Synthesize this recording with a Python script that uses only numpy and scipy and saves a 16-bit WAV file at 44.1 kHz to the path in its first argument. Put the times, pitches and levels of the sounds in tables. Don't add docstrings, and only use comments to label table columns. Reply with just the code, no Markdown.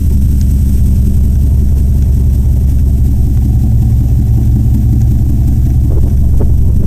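import sys
import numpy as np
from scipy import signal
from scipy.fft import rfft, irfft
from scipy.io import wavfile
from scipy.ndimage import uniform_filter1d, minimum_filter1d

SR = 44100
rng = np.random.default_rng(int(sys.argv[2]) if len(sys.argv) > 2 else 0)


def generate_wav(sig):
    pcm = np.round(np.clip(np.atleast_2d(sig).T, -1, 1) * 32767).astype(np.int16)
    wavfile.write(sys.argv[1], SR, pcm)


N = 302526
T = np.arange(N) / SR

# (time [s], place [0 behind the bumper, 1 at the tailpipe])
MIC_PATH = [(0, 0.056), (2, 0.35), (2.9, 0.39), (3.7, 0.99), (5.7, 1), (6.15, 0.46), (6.86, 0.12)]
# (time [s], crank speed [rpm])
IDLE_SPEED = [(0, 655.3), (.95, 647.9), (1.45, 657.7), (2, 653.8), (2.95, 655.8), (3.5, 647.9),
              (5.3, 652.9), (5.9, 655.3), (6.86, 653.9)]
# (bank [0 or 1], pulse [dB], bark [dB], hiss [dB])
FIRING_ORDER = [(0, -1.5, -2, 19), (1, 0.5, -3.5, 20.5), (1, -1.5, -3.5, 17), (0, 3, 0, 19.5),
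                (1, 2.5, -1.5, 15), (0, -6, -7.5, 26.5), (0, 2.5, 10, 32), (1, 0, -3, 18.5)]
# (frequency [Hz], width [Hz], level behind the bumper [dB], level at the tailpipe [dB], polarity [+/-1])
THROB_MODES = [(46.34, 11.1, -0.5, -3.5, -1), (74.6, 21.95, 3.5, -0.5, 1), (111.37, 3.28, -2, 7.5, 1),
               (118, 47, -6, -7, -1), (145.6, 10.1, -4, -11.5, 1)]
# (frequency [Hz], width [Hz], level behind the bumper [dB], level at the tailpipe [dB], polarity [+/-1])
BARK_MODES = [(200.2, 6.7, 4.5, -7.5, -1), (211.9, 6.65, -9, 3, -1), (241.7, 10, -10, -5.5, 1),
              (270.9, 10.2, -5, -3.5, -1), (312, 30.7, -19, -8.5, 1), (353.2, 14.5, -19.5, -16, -1)]
# (time [s], level [dB])
BARK_LEVELS = [(0, -18), (.8, -17.5), (2.3, -21.5), (3.1, -19.5), (4.2, -22.5), (5.6, -19.5), (6.86, -24)]
# (frequency [Hz], width [Hz], level behind the bumper [dB], level at the tailpipe [dB])
RASP_MODES = [(370.5, 72, 5, 1), (479.5, 95, -6, -12), (553, 62, -9, -6.5), (672, 19, -3, -3),
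              (747.7, 66, -15, -3), (888, 56, -14, -13.5), (1057, 40, -19, -16), (1598, 66, -29.5, -25),
              (1917, 127, -29.5, -25.5)]
# (time [s], level [dB])
HISS_LEVELS = [(0, -37), (.75, -35.5), (1.6, -39.5), (5.6, -40), (6.86, -42)]
# (frequency [Hz], relative level [dB])
HISS_AT_BUMPER = [(710, -11), (1200, -10.5), (1520, -5.5), (1800, -9), (2100, -9), (2260, -8), (3080, -6.5),
                  (4480, -11), (5620, -2), (7290, -5), (8250, 1), (9350, -6), (10700, -6), (13700, 2),
                  (14300, -8.5)]
# (frequency [Hz], relative level [dB])
HISS_AT_TAILPIPE = [(710, -33), (1200, 0.5), (1370, -4), (1540, 0), (1760, -0.5), (1910, -0.5), (2140, -2),
                    (2840, -1), (4570, -4), (5340, 1), (8340, 2.5), (9350, -1), (11400, -5.5), (13700, 9.5),
                    (14300, -1.5)]
# (frequency [Hz], width [Hz], relative level [dB])
METAL_MODES = [(1580, 73, 1), (1910, 86, -3), (2250, 60, 0), (2590, 80, -3), (3390, 100, -3),
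               (5850, 200, 2.5)]
# (frequency [Hz], relative level [dB])
RUMBLE_SPECTRUM = [(3, -21), (12, 22), (28, -20), (60, -7.5), (120, -3.5), (250, -14), (500, -38),
                   (1200, -76)]
# (time [s], level [dB], half-length [s])
PORT_GUSTS = [(1.775, -28.5, 0.025), (5.918, -20, 0.026), (5.973, -18, 0.03), (6.074, -24, 0.024),
              (6.343, -21, 0.016), (6.414, -10.5, 0.02), (6.499, -18.5, 0.0071), (6.702, -19, 0.011),
              (6.833, -22.5, 0.029)]
# (frequency [Hz], relative level [dB])
GUST_SPECTRUM = [(40, -18), (150, 1), (380, 3), (600, -7.5), (1000, -20), (1700, -33), (2800, -42),
                 (6000, -63)]
# (time [s], level [dB], tilt [dB per octave])
GRIT_CLICKS = [(.413, -21, -.5), (1.925, -32, -3), (2.024, -28, -3), (3.373, -29, -7), (4.2, -31, -4),
               (5.017, -28, 0)]
# (frequency [Hz], relative level [dB])
GRIT_SPECTRUM = [(800, -10), (1600, 12), (3000, 4.5), (4200, 4), (5500, 13), (6800, 20), (8000, -30),
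                 (14000, -27)]


def amp(db):
    return 10 ** (np.asarray(db) / 20)


def unit_rms(x):
    return x / np.sqrt(np.mean(x ** 2) + 1e-20)


def curve(rows):
    return np.interp(T, *np.transpose(rows))


def noise(spectrum):
    hz, db = np.transpose(spectrum)
    gain = amp(np.interp(np.log(np.fft.rfftfreq(N, 1 / SR) + 1), np.log(hz + 1), db))
    return unit_rms(irfft(rfft(rng.standard_normal(N)) * gain, N))


def resonate(x, hz, width):
    r = np.exp(-np.pi * width / SR)
    return 2 * signal.lfilter([1 - r], [1, -r * np.exp(2j * np.pi * hz / SR)], x).real


def mic_gain(place, bumper_db, tailpipe_db):
    return amp(bumper_db + (tailpipe_db - bumper_db) * place)


def firings(first_s=0.005473, bank_lag_s=0.00636, jitter_s=0.00022):
    cycles = np.cumsum(curve(IDLE_SPEED)) / (2 * 60 * SR)
    count = np.arange(int(len(FIRING_ORDER) * cycles[-1]) + 1)
    cylinder = count % len(FIRING_ORDER)
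    bank = np.array(FIRING_ORDER)[cylinder, 0]
    times = np.interp(count / len(FIRING_ORDER), cycles, T) + first_s + bank_lag_s * bank
    return times + jitter_s * rng.standard_normal(len(times)), cylinder


def pulses(times, db, spread_db):
    strength = amp(db + spread_db * np.clip(rng.standard_normal(len(times)), -2, 2))
    samples = np.round(abs(times) * SR).astype(int)
    return unit_rms(np.bincount(samples, strength, N)[:N])


def puffs(train, half_length_s, lag_s):
    t = np.arange(-SR // 20, SR // 20) / SR
    swell = np.exp(-((t - lag_s) / half_length_s) ** 2)
    return unit_rms(signal.oaconvolve(train, swell, "same"))


def standing_waves(drive, modes, place, top_hz):
    waves = sum(polarity * mic_gain(place, *levels) * resonate(drive, hz, width)
                for hz, width, *levels, polarity in modes)
    return unit_rms(signal.sosfilt(signal.butter(2, top_hz, fs=SR, output="sos"), waves))


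def throb(train, place):
    waves = standing_waves(train, THROB_MODES, place, top_hz=467)
    return mic_gain(place, bumper_db=-7, tailpipe_db=-5.5) * waves


def bark(train, place, turbulence=0.4):
    gas = puffs(train, half_length_s=0.003, lag_s=0.0056) * rng.standard_normal(N)
    waves = standing_waves(train + turbulence * gas, BARK_MODES, place, top_hz=500)
    return amp(curve(BARK_LEVELS)) * waves


def rasp(train, place, front=0.5, approach_db=6, approach_s=0.94):
    gas = front * train + puffs(train, half_length_s=0.0057, lag_s=0.0055) * rng.standard_normal(N)
    rings = sum(mic_gain(place, *levels) * resonate(resonate(gas, hz, width), hz, width)
                for hz, width, *levels in RASP_MODES)
    approach = amp(-approach_db * np.maximum(1 - T / approach_s, 0))
    return mic_gain(place, bumper_db=-34, tailpipe_db=-35) * approach * unit_rms(rings)


def hiss(train, place, steady_flow=2.47, whistle_hz=8240, width_hz=280):
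    surge = unit_rms(steady_flow + puffs(train, half_length_s=0.0082, lag_s=0.0077))
    jet = np.sqrt(1 - place) * noise(HISS_AT_BUMPER) + np.sqrt(place) * noise(HISS_AT_TAILPIPE)
    band = resonate(rng.standard_normal(N), whistle_hz, width_hz)
    whistle = unit_rms(resonate(band, whistle_hz, width_hz))
    jet_db = curve(HISS_LEVELS)
    whistle_db = -46.5 + 2.8 * (jet_db + 36)
    return surge * (amp(jet_db) * jet + amp(whistle_db) * whistle)


def hot_pipe_pings(per_s=33, level_db=-55.5, spread_db=5):
    strength = amp(spread_db * np.minimum(rng.exponential(size=N), 2.5))
    ticks = strength * (rng.random(N) < per_s / SR)
    metal = sum(amp(db) * resonate(ticks, hz, width) for hz, width, db in METAL_MODES)
    return amp(level_db) * unit_rms(metal)


def wind(rise_s=(5.44, 6.84), rumble_db=(-17, -6), eddy_db=4):
    gusts = sum(amp(db) * np.exp(-2 * ((T - at) / half_length) ** 2) for at, db, half_length in PORT_GUSTS)
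    swirl = noise([(20, -16), (120, 21), (400, -26), (2000, -92)])
    eddies = unit_rms(amp(eddy_db * np.clip(swirl, -2, 2)))
    rumble = amp(np.interp(T, rise_s, rumble_db)) * noise(RUMBLE_SPECTRUM)
    return rumble + gusts * eddies * noise(GUST_SPECTRUM)


def grit(decay_s=0.0022):
    clicks = np.zeros(N)
    for at, db, tilt in GRIT_CLICKS:
        spectrum = [(hz, level + tilt * np.log2(hz)) for hz, level in GRIT_SPECTRUM]
        envelope = (T >= at) * np.exp(-abs(T - at) / decay_s)
        clicks += amp(db) * envelope * noise(spectrum)
    return clicks


def scene(mean_spit_db=1.3, rasp_contrast=0.45):
    times, cylinder = firings()
    _, pulse_db, bark_db, hiss_db = np.array(FIRING_ORDER)[cylinder].T
    spit_db = mean_spit_db * rng.exponential(size=len(times))
    place = curve(MIC_PATH)
    chug_db = (bark_db - bark_db.mean()) * (.5 + .5 * np.interp(times, T, place))
    exhaust = throb(pulses(times, pulse_db, spread_db=1.2), place)
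    exhaust += bark(pulses(times, chug_db, spread_db=1.8), place)
    exhaust += rasp(pulses(times, rasp_contrast * chug_db + spit_db, spread_db=0), place)
    exhaust += hiss(pulses(times, hiss_db + spit_db, spread_db=3.5), place)
    return (exhaust + wind() + grit() + hot_pipe_pings())[None]


def record(dry, threshold=0.83, hold_s=0.0067, firmness=0.85, top_hz=14350):
    hold = int(hold_s * SR) + 1
    gain = minimum_filter1d(threshold / np.maximum(abs(dry), threshold), 2 * hold) ** firmness
    limited = dry * uniform_filter1d(uniform_filter1d(gain, hold), hold)
    lowpass = signal.firwin(1023, top_hz, window=("kaiser", 9), fs=SR)
    return signal.oaconvolve(limited, lowpass[None], "same")


dry = scene()
out = record(dry)
generate_wav(out)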